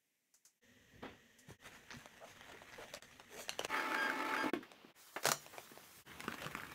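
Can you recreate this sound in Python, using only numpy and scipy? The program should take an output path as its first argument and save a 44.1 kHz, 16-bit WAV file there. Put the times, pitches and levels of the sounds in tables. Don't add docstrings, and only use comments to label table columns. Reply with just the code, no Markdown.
import sys
import numpy as np
from scipy import signal
from scipy.fft import rfft, irfft, next_fast_len
from scipy.io import wavfile
from scipy.ndimage import uniform_filter1d, map_coordinates

SR = 44100
rng = np.random.default_rng(int(sys.argv[2]) if len(sys.argv) > 2 else 0)


def to_wav(s):
    ch = np.atleast_2d(s).T
    pcm = np.round(np.clip(ch, -1, 1) * 32767)
    wavfile.write(sys.argv[1], SR, pcm.astype(np.int16))


N = 297234

JOINS = [0.61, 1.58, 3.008, 3.674, 4.524, 4.935, 6.042]
# start in seconds, level in dB, bass lift in dB, pitch in Hz.
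JERKS = [(5.243, -28, -14, 1500), (5.253, -15.5, 8, 704), (5.266, -19.5, 0, 1410), (5.286, -16, -2, 825),
         (5.315, -15.5, 2, 1410)]
# frequency in Hz, level in dB.
FILM_RUB = [(200, -4.5), (700, 0), (1200, -2.5), (1900, 3), (3200, -5.5), (4800, -15.5), (9000, -55)]
FILM_CRINKLE = [(1800, -66), (3200, -8), (4900, -10), (6100, -0.5), (9000, -7.5), (15500, -12)]
GEAR_RATTLE = [(410, -37.5), (700, -13.5), (807, -4.5), (861, -12), (943, -8), (1320, 1), (1470, -8.5),
               (1690, -8), (2250, -7), (2840, -14), (4580, -22.5), (8500, -31), (15500, -33.5)]
LABEL_RUB = [(150, -24), (300, 2.5), (700, 2.5), (1200, 6), (1900, 5), (3000, -0.5), (4500, -16),
             (9000, -52)]
GLUE_HISS = [(1800, -37), (3200, -1.5), (6200, 3), (9000, 0), (15500, 0.5)]


def amp(db):
    return 10 ** (np.asarray(db) / 20)


def unit(x):
    return x / np.sqrt(np.mean(x ** 2) + 1e-20)


def along(points, hz):
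    freqs, values = np.transpose(points)
    return np.interp(np.log(hz + 1), np.log(freqs + 1), values)


def wobble(rate):
    return map_coordinates(rng.standard_normal(4096), [np.arange(N) * rate / SR], mode='wrap')


def phase(hz, jitter, rate):
    return 2 * np.pi * np.cumsum(hz * (1 + jitter * wobble(rate))) / SR


def hold(start, stop, attack, release):
    t = np.arange(N) / SR
    return np.clip((t - start) / attack, 0, 1) * np.exp(-np.maximum(t - stop, 0) / release)


def swell(middle, half_length):
    return np.exp(-((np.arange(N) / SR - middle) / half_length) ** 2 / 2)


def colour(x, gain_db):
    size = 2 * next_fast_len(len(x) // 2 + 1024)
    gain = np.maximum(amp(gain_db(np.fft.rfftfreq(size, 1 / SR))), 1e-6)
    cepstrum = irfft(np.log(gain))
    cepstrum[1:size // 2] *= 2
    cepstrum[size // 2 + 1:] = 0
    return irfft(rfft(x, size) * np.exp(rfft(cepstrum)), size)[:len(x)]


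def shaped(x, spectrum):
    return unit(colour(x, lambda hz: along(spectrum, hz)))


def tone(spectrum, bass_db, treble_db):
    treble = [(1800, 0), (4500, 1.0), (9000, 0.97), (14000, 0.82)]
    return lambda hz: along(spectrum, hz) + bass_db / (1 + (hz / 650) ** 2) + treble_db * along(treble, hz)


def ringing(sheet, hz):
    return lambda f: sheet(f) + 7.5 / (1 + ((f - hz) / (0.24 * hz)) ** 2)


def flexing(x, depth_db):
    bands = signal.stft(x, nperseg=512)[2]
    drift = uniform_filter1d(rng.standard_normal(bands.shape), size=4, axis=0)
    drift = uniform_filter1d(drift, size=9, axis=1)
    return signal.istft(bands * amp(depth_db * unit(drift)), nperseg=512)[1][:len(x)]


def grains(rate, spread_db, smooth, life=0.0021):
    sizes = amp(spread_db * rng.uniform(-1.4, 1, N)) * (rng.random(N) < rate / SR)
    power = signal.lfilter([1], [1, -np.exp(-1 / (life * SR))], sizes ** 2)
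    return unit(np.sqrt(power) * rng.standard_normal(N)) + smooth * rng.standard_normal(N)


def burst(decay, rise=0.00074):
    t = np.arange(SR // 4) / SR
    return rng.standard_normal(len(t)) * amp(-60 * t / max(decay, .001)) * (1 - np.exp(-(t / rise) ** 2))


def sized(x, db):
    return amp(db) * x / np.sqrt(uniform_filter1d(x ** 2, size=132).max())


def add(track, seconds, x):
    start = int(seconds * SR)
    track[start:start + len(x)] += x[:N - start]


def in_room(x, echo_db):
    # frequency in Hz, seconds to fall by 60 dB.
    decays = [(150, 0.29), (1000, 0.14), (6000, 0.21), (15000, 0.11)]
    hz, t, bands = signal.stft(rng.standard_normal(SR // 3), SR, nperseg=256)
    tail = signal.istft(bands * amp(-60 * t / along(decays, hz)[:, None]), SR, nperseg=256)[1]
    tail *= 1 - np.exp(-np.arange(len(tail)) / SR / 0.00076)
    response = amp(echo_db) * tail / np.linalg.norm(tail)
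    response[0] = 1
    return signal.fftconvolve(x, response)


def handling(effort, rub_spectrum, hiss_spectrum, bump_db, rub_db, crinkle_db, rate, smooth):
    pressure = amp(1.8 * wobble(40))
    creases = flexing(pressure * grains(rate, spread_db=6.5, smooth=smooth), depth_db=2.5)
    hiss = flexing(rng.standard_normal(N), depth_db=0.5)
    # frequency in Hz, level in dB.
    bench = [(25, -51), (60, 0.5), (150, 2.5), (290, -3), (480, -8.5), (1000, -58.5)]
    return effort * (amp(bump_db) * shaped(pressure * rng.standard_normal(N), bench)
                     + amp(rub_db) * shaped(creases, rub_spectrum)
                     + amp(crinkle_db) * shaped(creases + hiss, hiss_spectrum))


def buckle(crack, db, sheet, echo_db):
    spacing_hz = 1100 + 700 * rng.random()
    ring = colour(crack, lambda hz: sheet(hz) + 3 * np.cos(2 * np.pi * hz / spacing_hz))
    return in_room(sized(ring, db - 9.5), echo_db)


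def room_tone():
    # frequency in Hz, level in dB.
    still = [(30, -24), (235, -2.5), (1400, -17), (1900, -3.5), (4600, -15), (6000, -9), (15500, -16.5)]
    fan = [(30, -15), (120, -5.5), (175, -14), (245, 6.5), (310, -21), (480, -3), (700, -18), (1500, -18),
           (1870, 0), (2200, -14.5), (3100, -10), (4700, -25), (6200, -15), (9300, -29.5)]
    hush = [(30, -25), (235, -1), (2000, -11.5), (2900, -8), (9000, -32), (15500, -29)]
    t = np.arange(N) / SR
    air = lambda spectrum: shaped(rng.standard_normal(N), spectrum)
    thin_hiss = amp(-86.5) * wobble(600) * np.sin(2 * np.pi * 12250 * t)
    return (amp(-84) * air(still) * (t < JOINS[0])
            + amp(-68) * air(fan) * (t > JOINS[0]) * (t < JOINS[3])
            + amp(-63.5) * air(hush) * (t > JOINS[4]) * (t < JOINS[5])
            + thin_hiss * np.where(t < JOINS[0], .5, 1))


def ticks():
    # start in seconds, level in dB.
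    events = [(0.339, -51), (0.4502, -46), (1.386, -47.5)]
    # frequency in Hz, level in dB.
    spectrum = [(300, -14), (1400, -6.5), (3500, -11.5), (6800, 5), (9000, -3.5), (15000, -12)]
    out = np.zeros(N)
    for start, db in events:
        tick = shaped(burst(decay=0.16), spectrum)
        add(out, start, in_room(sized(tick, db - 13.5), echo_db=-14))
    return out


def pouch():
    pick_up_s, shake_s, drop_s = 0.69, 0.92, 1.02
    held = hold(pick_up_s, drop_s, attack=.03, release=0.13)
    held += amp(8.5) * hold(shake_s, drop_s, attack=0.011, release=0.065)
    drop = hold(drop_s, drop_s + 0.04, attack=0.0079, release=0.059)
    film = FILM_RUB, FILM_CRINKLE
    return (handling(held, *film, bump_db=-75, rub_db=-85, crinkle_db=-101, rate=740, smooth=1.9)
            + handling(drop, *film, bump_db=-56, rub_db=-53, crinkle_db=-79, rate=1600, smooth=1.2))


def knocks():
    # start in seconds, level in dB, bass lift in dB, decay in seconds.
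    events = [(1.025, -33.5, 3, 0.25), (3.609, -32, -8, 0.04), (4.436, -29, -18, 0.072),
              (4.532, -19, -26, 0.03), (4.625, -41.5, -45, 0.13), (4.845, -41.5, 16, 0.015),
              (5.16, -28, -18.5, 0.082), (5.529, -43, -15, 0.3), (5.714, -42.5, 30, 0.048)]
    # frequency in Hz, level in dB.
    spectrum = [(35, -24), (100, -14), (340, -1.5), (1300, -9), (2800, -20), (9500, -37)]
    out = np.zeros(N)
    for start, db, bass_db, decay in events:
        push = colour(burst(decay, rise=0.0011), tone(spectrum, bass_db, treble_db=-8.5))
        add(out, start + 0.000974, in_room(sized(push, db - 9.5), echo_db=-9))
    return out


def thumps():
    # start in seconds, level in dB, pitch in Hz, decay in seconds.
    events = [(1.027, -39, 268, 0.17), (1.483, -46.5, 158, 0.07), (1.504, -45, 400, 0.021),
              (1.51, -44.5, 104, 0.064), (1.939, -47, 239, 0.24), (1.966, -43.5, 134, 0.049),
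              (3.593, -31.5, 502, 0.02), (3.648, -30.5, 527, 0.017), (4.44, -31, 292, 0.061),
              (4.459, -27, 297, 0.07), (4.534, -16, 334, 0.019), (4.556, -41, 293, 0.13),
              (5.266, -42.5, 145, 0.31), (5.291, -37, 230, 0.056), (6.28, -48, 220, 0.04),
              (6.458, -39, 153, 0.12)]
    out, t = np.zeros(N), np.arange(SR // 4) / SR
    for start, db, hz, decay in events:
        blur = 2.5 * burst(decay)
        note = np.sin(2 * np.pi * hz * t) * amp(-60 * t / decay)
        thump = shaped(note + blur, [(hz / 4, -20), (hz * 0.76, 0), (hz * 2.04, 0), (hz * 10, -45)])
        add(out, start, in_room(sized(thump, db - 5), echo_db=-13))
    return out


def finger_strokes():
    # middle in seconds, half length in seconds, level in dB, hiss lift in dB.
    events = [(1.507, 0.019, -63, 7), (1.665, 0.016, -54.5, 1.5), (1.75, 0.026, -63.5, 1),
              (1.988, 0.035, -62.5, 3.5), (2.292, 0.029, -65.5, 4.5), (2.485, 0.066, -63, -11),
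              (2.81, 0.027, -58, -1), (3.334, 0.02, -61, 7), (3.393, 0.014, -56, -10),
              (3.411, 0.027, -68, 21.5), (6.441, 0.017, -52, -1)]
    creases = flexing(grains(rate=600, spread_db=4, smooth=.5), depth_db=3)
    rub, hiss = shaped(creases, FILM_RUB), shaped(creases, FILM_CRINKLE)
    slides = sum(amp(db) * swell(middle, half_length) * (rub + amp(lift_db - 10.5) * hiss)
                 for middle, half_length, db, lift_db in events)
    return amp(2.5) * in_room(slides, echo_db=-8)[:N]


def folding():
    # time in seconds, effort in dB.
    efforts = [(1.62, -62), (1.87, -66.5), (2.36, -66), (2.7, -64), (2.87, -61), (3.27, -67.5),
               (3.5, -61.5), (3.62, -58), (3.65, -46.5)]
    times, effort_db = np.transpose(efforts)
    effort = amp(np.interp(np.arange(N) / SR, times, effort_db))
    effort *= hold(JOINS[1], JOINS[3], attack=0.095, release=0.017)
    return handling(effort, FILM_RUB, FILM_CRINKLE,
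                    bump_db=-7.5, rub_db=1.5, crinkle_db=-7.5, rate=150, smooth=0.92)


def scrunches():
    # start in seconds, level of the first crease in dB, length in seconds.
    events = [(1.904, -37, 0.05), (2.721, -44.5, 0.018), (2.935, -42, 0.02)]
    # frequency in Hz, level in dB.
    spectrum = [(200, -5.5), (1900, 5), (3000, -3), (6200, -3.5), (7500, -23), (15500, -32)]
    gap_s, fade_db_per_s = 0.0075, 162
    out = np.zeros(N)
    for start, db, length in events:
        for delay in np.arange(0, length, gap_s):
            crease = sized(shaped(burst(decay=0.019), spectrum), db - 9.5 - fade_db_per_s * delay)
            uneven_delay = delay * (1 + .04 * rng.standard_normal())
            add(out, start + 0.0012 + uneven_delay, in_room(crease, echo_db=-10))
    return out


def snaps():
    # start in seconds, level in dB, brightness in dB.
    events = [(2.056, -37.5, 3.5), (2.408, -39, -2), (2.617, -38, -10), (2.937, -32, 5.5),
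              (2.946, -34.5, 18), (3.022, -33.5, 3), (3.196, -38, -4.5), (3.481, -35.5, -3),
              (3.4915, -21, 12), (3.5912, -23, 1), (3.6465, -21, 0), (3.6555, -36, -4), (4.715, -39, 4),
              (5.462, -38.5, 2), (5.58, -30, -7), (5.773, -37.5, -7)]
    # frequency in Hz, level in dB.
    spectrum = [(60, -44), (130, -21.5), (650, 5.5), (1000, -7), (1400, -11), (3400, -5.5), (5000, -9),
                (6100, -6), (15500, -26.5)]
    out = np.zeros(N)
    for start, db, bright_db in events:
        crack = burst(decay=0.0052, rise=0.00099)
        flutter = amp(-34.5) * burst(decay=0.11, rise=0.00021)
        sheet = tone(spectrum, bass_db=-5 - bright_db, treble_db=-12 + 0.82 * bright_db)
        add(out, start + 0.00145, buckle(crack + flutter, db, sheet, echo_db=-9))
    return out


def air_pockets():
    # middle in seconds, half length in seconds, level in dB, pitch in Hz.
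    events = [(2.233, 0.017, -53, 641), (2.547, 0.011, -54, 400), (2.793, 0.009, -47.5, 510),
              (2.828, 0.013, -50, 610), (2.945, 0.0056, -47, 560), (3.363, 0.038, -55, 429),
              (3.397, 0.012, -49, 587), (6.442, 0.024, -51.5, 521)]
    sharpness, octave_db = 7, -8
    note = lambda hz: np.sin(phase(hz, jitter=1 / sharpness, rate=400))
    drum = sum(amp(db) * swell(middle, half_length) * (note(hz) + amp(octave_db) * note(2 * hz))
               for middle, half_length, db, hz in events)
    return in_room(drum * amp(3 * wobble(200)), echo_db=-8)[:N]


def printer():
    # multiple of the step rate, level in dB.
    motor_tones = [(2, -47.5), (3, -52), (4, -51), (5, -53.5)]
    # frequency in Hz, level in dB.
    roller = [(85, -55), (130, -16.5), (216, -15), (263, 3), (516, -6), (633, -0.5), (698, -13.5),
              (823, -9.5), (1870, -75)]
    step_hz, surge_s, surge_width_s = 437.5, 3.755, 0.056
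    t = np.arange(N) / SR
    drive = hold(start=3.675, stop=4.5, attack=0.06, release=0.0043)
    step = phase(step_hz, jitter=0.00216, rate=60)
    whine = np.zeros(N)
    for multiple, db in motor_tones:
        level = amp(db + 1.5 + 2.4 * wobble(35))
        gear_play = (.25 + .35 * (multiple % 2)) * wobble(45)
        whine += level * np.sin(multiple * step + gear_play + rng.uniform(0, 2 * np.pi))
    unevenness = amp(1.9 * wobble(180))
    teeth = rng.standard_normal(N) * (1 + 0.19 * np.cos(step)) * unevenness
    rumble = amp(-47.5) * shaped(rng.standard_normal(N), roller)
    surge_db = 4 * np.exp(-((t - surge_s) / surge_width_s) ** 2)
    gears = amp(-44 + surge_db) * shaped(flexing(teeth, depth_db=1.5), GEAR_RATTLE)
    return drive * (whine + gears + rumble)


def label_slips():
    # start in seconds, level in dB.
    events = [(3.745, -27), (3.796, -27.5), (3.919, -25.5), (3.944, -25.5), (3.9475, -20), (4.099, -22),
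              (4.337, -26), (4.365, -26.5)]
    chirp_hz, rise_s = 1480, 0.0012
    out, t = np.zeros(N), np.arange(SR // 20) / SR
    kick = t / rise_s * np.exp(1 - t / rise_s)
    for start, db in events:
        hz = chirp_hz * (1 + 0.04 * rng.standard_normal())
        chirp = np.sin(2 * np.pi * hz * t) + 0.45 * shaped(rng.standard_normal(len(t)), GEAR_RATTLE)
        add(out, start, in_room(amp(db - 5) * kick * chirp, echo_db=-8))
    return out


def label_squeal():
    # start and stop in seconds, level in dB, lift of the top overtone in dB.
    events = [(3.746, 3.82, -51.5, 7), (3.954, 4.066, -42.5, -3), (4.357, 4.425, -46, 6)]
    # multiple of the pitch, level in dB.
    overtones = [(1, 3), (2, -11), (3, -13.5), (4, -26), (6, -26.5)]
    cycle = phase(hz=1620, jitter=0.0021, rate=140)
    out = np.zeros(N)
    for start, stop, db, lift_db in events:
        grip = amp(db) * hold(start, stop, attack=0.033, release=0.017)
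        wave = sum(amp(tone_db + lift_db * (multiple - 1) / 5) * np.sin(multiple * cycle)
                   for multiple, tone_db in overtones)
        out += grip * np.sqrt(2) * wave
    return in_room(out * amp(1.3 * wobble(120)), echo_db=-17)[:N]


def peeling():
    grip = hold(JOINS[5], JOINS[5] + 0.059, attack=0.0053, release=0.014)
    pull = hold(JOINS[5], JOINS[6], attack=0.065, release=0.013)
    flap = hold(JERKS[-1][0], JOINS[6], attack=.03, release=0.006)
    label = LABEL_RUB, GLUE_HISS
    return (amp(-68.5) * grip * shaped(rng.standard_normal(N), FILM_RUB)
            + handling(pull, *label, bump_db=-86, rub_db=-68, crinkle_db=-62, rate=3200, smooth=1.3)
            + handling(flap, *label, bump_db=-72.5, rub_db=-66.5, crinkle_db=-76, rate=220, smooth=0.77))


def rip():
    # frequency in Hz, level in dB.
    paper = [(60, -40), (150, -18), (680, 1.5), (1000, -5), (1500, -3), (2000, -5.5), (3000, -13.5),
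             (4200, -10.5), (6000, -8.5), (9500, -16), (15500, -17.5)]
    strain_s, tear_s = 5.229, 5.252
    strain = amp(-52) * hold(strain_s, tear_s, attack=0.0017, release=0.0051)
    tear = amp(-40) * hold(tear_s, JERKS[-2][0], attack=0.0069, release=0.0065)
    out = (strain + tear) * shaped(grains(rate=430, spread_db=18, smooth=0.23), paper)
    fibres = unit(colour(grains(rate=900, spread_db=6, smooth=.3), tone(paper, 0, treble_db=5)))
    for start, db, bass_db, hz in JERKS:
        crack = burst(decay=0.013, rise=0.00068)
        sheet = ringing(tone(paper, bass_db, treble_db=0), hz)
        add(out, start + .0015, buckle(crack, db, sheet, echo_db=-7))
        out += amp(db - 24) * hold(start + .003, start + .003, attack=.001, release=0.014) * fibres
    return out


def smoothing():
    sweep = hold(JOINS[6], N / SR, attack=0.042, release=.05)
    return handling(sweep, LABEL_RUB, GLUE_HISS,
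                    bump_db=-60.5, rub_db=-55, crinkle_db=-62, rate=120, smooth=0.96)


def crease_pops():
    # start in seconds, level in dB, pitch in Hz, treble lift in dB.
    events = [(6.203, -32.5, 1680, 6), (6.279, -25, 1190, -8), (6.322, -33.5, 2900, -4),
              (6.34, -32.5, 1170, -2), (6.445, -34, 3040, 1), (6.463, -31, 1100, -1.5),
              (6.473, -39, 1690, -4), (6.549, -26.5, 1520, 2.5), (6.597, -34, 1580, -7),
              (6.633, -32.5, 1560, -16)]
    # frequency in Hz, level in dB.
    parcel = [(100, -18), (220, 1.5), (750, -10.5), (1180, 0), (2000, -3.5), (2700, -5), (3800, -13.5),
              (15500, -27.5)]
    out = np.zeros(N)
    for start, db, hz, treble_db in events:
        pop = colour(burst(decay=0.0079), ringing(tone(parcel, 0, treble_db), hz))
        add(out, start + 0.001007, in_room(sized(pop, db - 7.5), echo_db=-8))
    return out


def scene():
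    hands = pouch() + folding() + peeling() + smoothing() + finger_strokes() + air_pockets()
    contacts = snaps() + scrunches() + crease_pops() + rip() + knocks() + ticks() + thumps()
    return (room_tone() + hands + contacts + printer() + label_squeal() + label_slips())[None]


def record(dry):
    fade_s, top_hz = 0.029, 15700
    to_nearest_join = np.abs(np.arange(N)[:, None] / SR - np.array(JOINS)).min(axis=1)
    fade = np.minimum(to_nearest_join / fade_s, 1) ** 1.12
    size = next_fast_len(N + SR // 2)
    passband = np.fft.rfftfreq(size, 1 / SR) < top_hz
    return irfft(rfft(dry * fade, size) * passband, size)[:, :N]


dry = scene()
out = record(dry)
to_wav(out)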